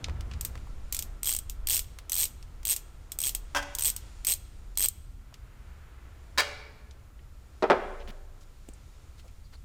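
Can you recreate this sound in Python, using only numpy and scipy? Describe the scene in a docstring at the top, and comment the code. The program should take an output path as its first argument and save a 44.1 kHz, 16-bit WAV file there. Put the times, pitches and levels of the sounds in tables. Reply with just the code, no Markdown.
"""Faint ticks of hands and parts come first, over a low wavering rumble and a thin hiss in a garage.
Then a ratchet wrench is swung back in quick strokes over a small engine; its pawl snaps tooth by tooth.
Further off, tools are laid on metal and a heavy thing bumps a hollow box twice. Snaps, ticks, scrapes and
rattles are shaped noise, steel and box ring as decaying sines, the background is filtered noise.
One close microphone feeds both channels."""
import sys
import numpy as np
from scipy import signal
from scipy.fft import rfft, irfft
from scipy.io import wavfile
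from scipy.ndimage import uniform_filter1d

SR = 44100
rng = np.random.default_rng(int(sys.argv[2]) if len(sys.argv) > 2 else 0)


def output_pcm(signal):
    """Save a mono or channel-first signal as 16-bit PCM at the path in sys.argv[1].

    Samples are clipped to [-1, 1] before scaling.
    """
    pcm = np.clip(np.atleast_2d(signal).T, -1, 1) * 32767
    wavfile.write(sys.argv[1], SR, np.round(pcm).astype(np.int16))


N = 425124
T = np.arange(N) / SR  # s

# Spectra below have the columns: freq_hz [Hz], level_db [relative dB per Hz]; only their shape counts.
# Modes have: freq_hz [Hz], level_db [relative dB], t60_s [s]; each blow scatters pitch and level.

# low background: start_s [s], rumble_db [dB rms], hum_db [dB rms]
RUMBLE_LEVELS = [(0.0, -38, -35), (0.4, -49, -38.5), (0.85, -35.5, -45.5), (1.3, -43.5, -46.5),
                 (1.65, -38.5, -45.5), (2.1, -51.5, -50), (2.4, -44, -46.5), (2.9, -48, -50.5),
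                 (3.4, -43, -48), (4.1, -46.5, -48), (4.62, -43.5, -49.5), (5.3, -49.5, -49),
                 (6.5, -55, -49), (7.3, -52, -51), (8.2, -57.5, -52), (9.64, -47.5, -51)]
# thin background: start_s [s], murmur_db [dB rms], hiss_db [dB rms], both before their flicker
AIR_LEVELS = [(0, -53, -69), (.6, -57.5, -65), (1.5, -61.5, -70), (3, -62, -70), (4, -61.5, -61),
              (5, -67, -72), (6.4, -60.5, -69.5), (7.3, -64.5, -72), (7.9, -64.5, -64.5), (8.3, -65, -70.5),
              (9, -64, -66.5), (9.64, -69, -70.5)]
# spectra of the low background: freq_hz [Hz], level_db [relative dB per Hz]
DEEP_COLOUR = [(6, -15.5), (13, 15.5), (26, 8), (33, 8.5), (39, 19), (45, 5.5), (52, 2.5), (70, -56), (400, -110)]
HUM_COLOUR = [(30, -46), (46, -0.5), (62, 4.5), (85, -2), (100, -7.5), (120, -17.5), (160, -48), (900, -110)]
DRONE_COLOUR = [(80, -27), (115, 6.5), (150, -4.5), (250, -9), (400, -27), (2000, -100.5)]
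# spectra of the murmur, the hiss and its steady top: freq_hz [Hz], level_db [relative dB per Hz]
MURMUR_COLOUR = [(200, -17.5), (300, 5), (450, 2), (800, -1), (1250, -2), (1350, 2), (1450, -3.5),
                 (2500, -10.5), (4500, -20.5), (12000, -43.5)]
HISS_COLOUR = [(800, -32.5), (2000, 5.5), (4000, 5), (6500, 3.5), (7000, 7), (7500, 3), (9500, -0.5),
               (10500, -5), (15900, -38.5)]
FIZZ_COLOUR = [(3000, -20.5), (8000, -2.5), (11000, 0.5), (15500, 0.5), (15950, -39)]
# a faint dull rush that swells and fades: middle_s [s], half_width_s [s], level_db [dB rms at the middle]
RUSH_SWELL = (5.82, 0.38, -64)
# spectrum of the rush: freq_hz [Hz], level_db [relative dB per Hz]
RUSH_SPECTRUM = [(200, -43), (900, -1.5), (1500, 2), (2400, -3), (4000, -14), (10000, -52)]
DRONE_DB = -11  # dB relative to the hum, which the drone follows
FIZZ_DB = -75.5  # dB rms

# the stand rocks after the bump: start_s [s], end_s [s], pitch_hz [Hz], level_db [dB peak]
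STAND_SWAY = (7.72, 8.05, 26.2, -36.5)
# decay of the garage: freq_hz [Hz], t60_s [s]
ROOM_DECAY = [(150, 1), (600, 1), (2000, 1), (6000, 0.56), (14000, .3)]

# short scrapes of fingers and parts: start_s [s], peak_db [dB], centre_hz [Hz], width_octaves [octaves]
SCRAPE_EVENTS = [(7.994, -44.5, 3130, 0.92), (8.074, -38.5, 2880, 1.1), (8.076, -39.5, 220.4, 1),
                 (8.403, -52, 6560, 1.1), (9.176, -50, 4000, 1.9), (9.239, -49.5, 694, 0.77),
                 (9.272, -57, 2600, 0.45), (9.438, -57.5, 4700, .1), (9.524, -53.5, 4540, 0.14),
                 (9.524, -47, 1500, 2.5)]
SCRAPE_S = 0.038  # length in s
# faint ticks of hands, nuts and sockets: start_s [s], peak_db [dB], centre_hz [Hz], width_octaves [octaves]
TICK_EVENTS = [(0.0429, -21, 4450, 0.89), (0.0842, -29.5, 1540, 1.84), (0.096, -33, 1480, 1.9),
               (0.2085, -35, 5360, 1.3), (0.313, -35.5, 2940, 1.3), (0.336, -37.5, 4000, 1.1),
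               (0.554, -32.5, 1280, 2.3), (0.5762, -41, 3000, 1.7), (.67, -44, 1100, 0.46),
               (1.8434, -44, 5000, 1.3), (1.9867, -33, 3950, 1.8), (2.4264, -38.5, 5500, 1.2),
               (2.631, -40, 6100, 2.1), (3.74, -48, 6300, 1.1), (4.7545, -45.5, 6000, 1.2),
               (5.3263, -47, 1130, 1.1), (5.3414, -37, 4920, 1.3), (6.91, -45, 5700, 0.74),
               (7.192, -50, 2540, 0.71), (8.6885, -41.5, 8600, 0.28), (8.686, -36, 350, 0.97),
               (8.687, -44.5, 2470, 1.5), (8.735, -46, 8300, 0.47), (9.1963, -46, 4340, 0.72),
               (9.28, -52, 5940, 1.2)]
TICK_T60_S = 0.084

# blows of tools laid on metal, then of the box: time_s [s], peak_db [dB], held_s [s], rattle_t60_s [s]
SOCKET_BLOWS = [(3.549, -12.5, 0.017, 0.16), (3.569, -16, 0.011, 0.12), (3.626, -29.5, .004, 0.049)]
WRENCH_BLOWS = [(6.377, -15, 0.0034, 0.13), (6.382, -10, 0.021, 0.11)]
BOX_BLOWS = [(7.624, -12, 0.021, 0.072), (7.700, -4, 0.0059, 0.14)]
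# ringing modes that the blows drive: freq_hz [Hz], level_db [relative dB], t60_s [s]
SOCKET_RING = [(287, -14, .28), (572, -7, .5), (846, -12, 0.25), (1024, -3, .24), (1327, -4, 0.17),
               (1590, 8.5, 0.066), (1765, -14, 0.23), (1997, -13, 0.46), (2350, -16, .15), (2658, -4, 0.12),
               (3225, -10, .15), (5443, -12, .06), (5970, -8, 0.04)]
WRENCH_RING = [(295, -36.5, 0.28), (428, -22, 1.4), (573, -10, 0.8), (600, -15, 0.5), (615, -17, 0.3),
               (1027, 5, 0.19), (1482, -2.5, 0.17), (1654, 3, 0.12), (1794, 12, 0.052), (2210, -0.5, 0.094),
               (2550, -12, .15), (2860, -9.5, 0.29), (3200, -3, 0.14), (3800, -18, .2), (3850, 3, 0.14),
               (4745, 2, 0.15), (6260, -24, .25)]
BOX_RING = [(171, -12, 0.17), (209, -19.5, 0.47), (284, -15.5, 0.29), (351, -16, 0.26), (414, 0, 0.13),
            (528, -15, 0.29), (586, -9.5, 0.16), (710, -5.5, 0.24), (792, -2.5, 0.064), (890, 2, 0.17),
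            (1240, -10, 0.27), (1398, -7.5, 0.13), (1712, -30, .2), (2400, -24.5, .08)]
# spectra of the rattling contact: freq_hz [Hz], level_db [relative dB per Hz]
SOCKET_RATTLE = [(120, -59), (200, -33.5), (1000, -1.5), (1230, -14), (1530, -6), (2250, -14.5), (2610, -8),
                 (4120, -19.5), (5520, -14), (16000, -34.5)]
WRENCH_RATTLE = [(120, -55), (200, -31), (601, -11), (883, -12.5), (1020, -15), (1160, -11), (2090, -7.5),
                 (3490, -17.5), (3970, -9), (16000, -30.5)]
BOX_RATTLE = [(59, -64), (130, -41.5), (170, -19), (260, -14.5), (383, -3), (630, -2), (1100, -11),
              (1380, -11), (2090, -18), (2410, -17), (2620, -23), (5300, -34.5), (14000, -61.5)]

# back swings of the handle: first_tooth_s [s], last_tooth_s [s], teeth [count], peak_db [dB at top speed,
# before scatter], ring_db [relative dB, before scatter], start_speed [share of top], speeds_up_at [share
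# of the swing], fastest_at [share of the swing], end_speed [share of top]
BACK_SWINGS = [(0.9246, 1.024, 5, -17.5, -10, .75, .01, .22, .44),
               (1.2314, 1.3883, 16, -14.5, -2, .47, .12, .26, .18),
               (1.6713, 1.7922, 16, -14.5, -8, .31, .09, .49, .21),
               (2.119, 2.2392, 16, -14, -6, .49, .41, .58, .73),
               (2.652, 2.7367, 13, -14, -5, .48, .4, .86, .39),
               (3.1879, 3.2922, 12, -15, -6, .43, .14, .85, .51),
               (3.7943, 3.9005, 13, -14.5, -3, .42, .42, .57, .74),
               (4.2681, 4.3368, 12, -13, -3, .72, .69, .73, .11),
               (4.774, 4.8582, 11, -12, -2, .52, .45, .82, .51)]
# teeth as the hand hesitates before or after a swing: time_s [s], peak_db [dB], ring_db [relative dB]
SINGLE_TEETH = [(0.4104, -17.5, -5), (0.449, -18.5, -1.5), (1.4969, -23, -25), (2.096, -18.5, -18),
                (2.2536, -19.5, -12), (2.763, -19, -6), (3.1188, -18.5, -8.5), (3.3488, -16.5, -3),
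                (3.7503, -17.5, -5.5), (3.7855, -16, -17), (3.9638, -19.5, -10), (4.248, -18, -19),
                (4.8854, -12.5, 12)]
# spectrum of the pawl's snap: freq_hz [Hz], level_db [relative dB per Hz]
SNAP_COLOUR = [(250, -32.5), (400, -21), (1040, -23), (1500, -27), (2300, -14), (3200, -11), (4900, -10.5),
               (7000, -6), (9200, -7.5), (10300, -13), (12200, -5), (15500, -9), (15950, -34), (17000, -52)]
# modes of the steel ratchet head: freq_hz [Hz], level_db [relative dB], t60_s [s]
HEAD_MODES = [(7630, -24, 0.012), (8126, 1, 0.013), (8290, 1.5, 0.025), (8430, -10, 0.0099),
              (12290, 0, 0.0085), (12700, -8, .007), (15400, -6, 0.011), (4070, -18, 0.028),
              (3090, -22.5, 0.035), (3310, -16, 0.036), (7040, -27.5, 0.032)]
TOOTH_SCATTER_DB, RING_SCATTER_DB = 1.6, 2.5  # standard deviation from tooth to tooth
SLOW_DB = -3.5  # change of a tooth's level towards standstill

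TOP_HZ = 16900  # upper limit of the recorder


def amp(db):
    """Converts dB to a linear factor."""
    return 10 ** (np.asarray(db, float) / 20)


def fade(t60, length):
    """Exponential decay that is 60 dB down after t60 seconds (2 ms at least)."""
    return np.exp(-np.log(1000) * np.arange(length) / SR / max(t60, .002))


def colour(points, size=1024):
    """Causal minimum-phase filter response with the given spectrum, unit energy."""
    hz, db = np.transpose(points)
    grid_hz = np.arange(size + 1) * SR / 2 / size + 1
    log_gain = np.log(amp(np.interp(np.log(grid_hz), np.log(hz), db)))
    # folding the cepstrum onto positive times makes the response causal
    cepstrum = irfft(log_gain)
    cepstrum[1:size] *= 2
    cepstrum[size + 1:] = 0
    response = irfft(np.exp(rfft(cepstrum)))[:size]
    response *= np.hanning(2 * size)[size:]
    return response / np.sqrt(np.sum(response ** 2))


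def band_of(hz, octaves):
    """Response of a hump in the spectrum, its points spaced by the given octaves."""
    hump_db = (-45.5, -16, -1, 1.5, -13.5, -43.5, -32)
    return colour([(hz * 2 ** (k * octaves), db) for k, db in zip(range(-3, 4), hump_db)])


def peak(x, db):
    """Scales x to a peak level in dB."""
    return x * amp(db) / np.abs(x).max()


def add(out, s, x):
    """Mixes x into out from second s on."""
    i = int(s * SR)
    out[i:i + len(x)] += x[:N - i]


def curves(table):
    """Draws each column of a table as a line over the whole scene."""
    s, *columns = np.transpose(table)
    return [np.interp(T, s, column) for column in columns]


def walk(rate):
    """Random levels held 1 / rate s and slewed twice; spread near 1."""
    held = int(SR / rate)
    steps = np.repeat(rng.standard_normal(N // held + 1), held)
    return 1.3 * uniform_filter1d(uniform_filter1d(steps, held), held)[:N]


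def noise(points, size=1024):
    """Steady noise of a spectrum, rms 1."""
    x = signal.fftconvolve(rng.standard_normal(N), colour(points, size=size))[:N]
    return x / x.std()


def ring(modes, length, scatter_db):
    """One blow's ring: every mode has its own strength, sign and slight detuning."""
    out, t = np.zeros(length), np.arange(length) / SR
    chances = rng.standard_normal((len(modes), 2))
    for (hz, db, t60), (a, b) in zip(modes, chances):
        wave = np.sin(2 * np.pi * hz * (1 + 0.005 * b) * t)
        out += amp(db + scatter_db * a) * np.sign(b) * wave * fade(t60, length)
    return out


def air():
    """Noise bands of the garage: rumble, hum and drone waver slowly; murmur and hiss flicker a little."""
    deep_db, hum_db = curves(RUMBLE_LEVELS)
    murmur_db, hiss_db = curves(AIR_LEVELS)
    murmur_db = murmur_db + .8 * walk(12)
    hiss_db = hiss_db + .6 * walk(12)
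    deep = amp(deep_db) * noise(DEEP_COLOUR, size=16384)
    hum = amp(hum_db) * noise(HUM_COLOUR, size=16384)
    drone = amp(hum_db + DRONE_DB) * noise(DRONE_COLOUR, size=4096)
    murmur = amp(murmur_db) * noise(MURMUR_COLOUR, size=4096)
    hiss = amp(hiss_db) * noise(HISS_COLOUR)
    fizz = amp(FIZZ_DB) * noise(FIZZ_COLOUR)
    middle, half_width, rush_db = RUSH_SWELL
    swell = np.exp(-((T - middle) / half_width) ** 2 / 2)
    rush = amp(rush_db) * swell * noise(RUSH_SPECTRUM)
    return deep + hum + drone + murmur + hiss + fizz + rush


def sway():
    """The stand's deep slow rocking, a sine that builds over a few cycles, holds and dies away."""
    start, end, hz, db = STAND_SWAY
    build = 1 - np.exp(-np.maximum(T - start, 0) / 0.11)
    die = np.exp(-np.maximum(T - end, 0) / 0.37)
    return amp(db) * build * die * np.sin(2 * np.pi * hz * T)


def room(dry, delay_s=0.0022):
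    """Diffuse tail of the garage: half-octave bands of noise, the treble dying first."""
    size, tail = SR, 0
    hz, t60 = np.transpose(ROOM_DECAY)
    for centre in 70 * 2 ** np.arange(0, 8, .5):
        edges = [centre / 2 ** .25, centre * 2 ** .25]
        band = signal.butter(1, edges, "band", fs=SR, output="sos")
        band_t60 = np.interp(np.log(centre), np.log(hz), t60)
        tail = tail + signal.sosfilt(band, rng.standard_normal(size)) * fade(band_t60, size)
    tail *= 1 - np.exp(-np.arange(size) / SR / delay_s)  # the tail builds up gradually
    return signal.fftconvolve(dry, tail / np.sqrt(np.sum(tail ** 2)))[:N]


def scrapes(size=4000):
    """Rubs of banded noise that start softly, catch unevenly and stop."""
    out = np.zeros(N)
    for s, db, hz, octaves in SCRAPE_EVENTS:
        share = np.clip(np.arange(size) / SR / SCRAPE_S, 0, 1)
        catch = amp(3.0 * np.repeat(rng.standard_normal(size // 80), 80))
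        stroke = np.sqrt(np.sin(np.pi * share ** 0.89).clip(0))
        rub = rng.standard_normal(size) * catch * stroke
        add(out, s, peak(signal.fftconvolve(rub, band_of(hz, octaves)), db))
    return out


def ticks(size=8000):
    """Small noise bursts with a sharp start, each in its own band."""
    out = np.zeros(N)
    for s, db, hz, octaves in TICK_EVENTS:
        shape = fade(TICK_T60_S, size) + 3.6 * fade(TICK_T60_S / 6, size)
        burst = rng.standard_normal(size) * shape
        add(out, s, peak(signal.fftconvolve(burst, band_of(hz, octaves))[:size], db))
    return out


def knocks(blows, modes, crack, ring_db, wet_db, bright_s, size=40000):
    """A blow rattles unevenly for some hundredths of a second, is heard directly and drives the modes.
    Rows: the sound at the microphone, and the share that fills the room, where the ring counts less."""
    out, short = np.zeros((2, N)), size // 4
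    for s, db, held, t60 in blows:
        lumps = amp(2.66 * np.repeat(rng.standard_normal(short // 100), 100))
        shape = np.concatenate([np.ones(int(held * SR)), fade(t60, short)])[:short]
        shape = shape * np.minimum(np.arange(short) / 20, 1)
        rattle = rng.standard_normal(short) * lumps * shape
        # the first contact is a clean blow; the rattle roughens the ring
        drive = 0.71 * rattle / np.sqrt(np.sum(rattle ** 2))
        drive[0] += 1
        body = peak(signal.fftconvolve(drive, ring(modes, size, 1.1))[:size], ring_db)
        direct = np.pad(signal.fftconvolve(rattle, colour(crack)), (0, size))[:size]
        # later contacts are softer, so the treble leaves first
        dull = signal.lfilter(*signal.butter(1, 1800, fs=SR), direct)
        direct = peak(dull + (direct - dull) * fade(bright_s, size), 0)
        gain = amp(db) / np.abs(direct + body).max()
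        add(out[0], s - .0005, gain * (direct + body))
        add(out[1], s - .0005, gain * amp(wet_db) * (direct + 0.26 * body))
    return out


def teeth():
    """Rows (s, peak dB, ring dB): a tooth drops at every even step of angle, harder when the handle is fast."""
    rows, share = list(SINGLE_TEETH), np.linspace(0, 1, num=400)
    for first, last, count, db, ring_db, start, speeds_up, fastest, end in BACK_SWINGS:
        corners = [0, min(speeds_up, fastest), fastest, 1]
        speed = np.interp(share, corners, [start, start, 1, end])
        angle = np.cumsum(speed) - start
        at = np.interp(np.linspace(0, angle[-1], num=round(count)), angle, share)
        level_chance, ring_chance = rng.standard_normal((len(at), 2)).T
        slowness = 1 - np.interp(at, share, speed)
        rows += zip(first + (last - first) * at,
                    db + SLOW_DB * slowness + TOOTH_SCATTER_DB * level_chance,
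                    ring_db + RING_SCATTER_DB * ring_chance)
    return rows


def ratchet(snap_s=0.012, tip_db=6.0, tip_s=0.0028, buzz_db=-13, buzz_s=0.12, ring_db=4, rise_s=.001):
    """Each tooth: a sharp snap, the steel head ringing, and a short buzz of socket, nut and cover."""
    out, snap, size = np.zeros(N), colour(SNAP_COLOUR, size=256), 6000
    rise = np.minimum(np.arange(size) / SR / rise_s, 1)
    tip = amp(tip_db) * fade(tip_s, size)
    buzz = amp(buzz_db) * fade(buzz_s, size)
    shape = (tip + fade(snap_s, size) + buzz) * rise
    for s, db, share_db in teeth():
        crack = signal.fftconvolve(rng.standard_normal(size) * shape, snap)[:size]
        # the pawl chatters for a moment, so the ring swells before it fades
        push = rng.standard_normal(100) * fade(0.0043, 100)
        head = signal.fftconvolve(ring(HEAD_MODES, size, 2.1), push)[:size]
        add(out, s, peak(peak(crack, 0) + peak(head, ring_db + share_db), db))
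    return out


def scene():
    """Close ratchet, ticks and scrapes, knocks further off, the room around them, and the background."""
    near = ratchet() + ticks() + scrapes()
    # the knocks happen further off, so more of the room is heard on them
    socket = knocks(SOCKET_BLOWS, SOCKET_RING, SOCKET_RATTLE, ring_db=-5, wet_db=-13, bright_s=0.81)
    wrench = knocks(WRENCH_BLOWS, WRENCH_RING, WRENCH_RATTLE, ring_db=-1, wet_db=-12.5, bright_s=0.21)
    box = knocks(BOX_BLOWS, BOX_RING, BOX_RATTLE, ring_db=-8.5, wet_db=-13.5, bright_s=0.13)
    far, wet = socket + wrench + box
    mono = near + far + room(amp(-24.5) * near + wet) + sway() + air()
    return np.array([mono, mono])


def record(dry):
    """The recorder cuts the top with a steep low-pass."""
    return signal.sosfilt(signal.ellip(12, .2, 80, TOP_HZ, fs=SR, output="sos"), dry)


dry = scene()
out = record(dry)
output_pcm(out)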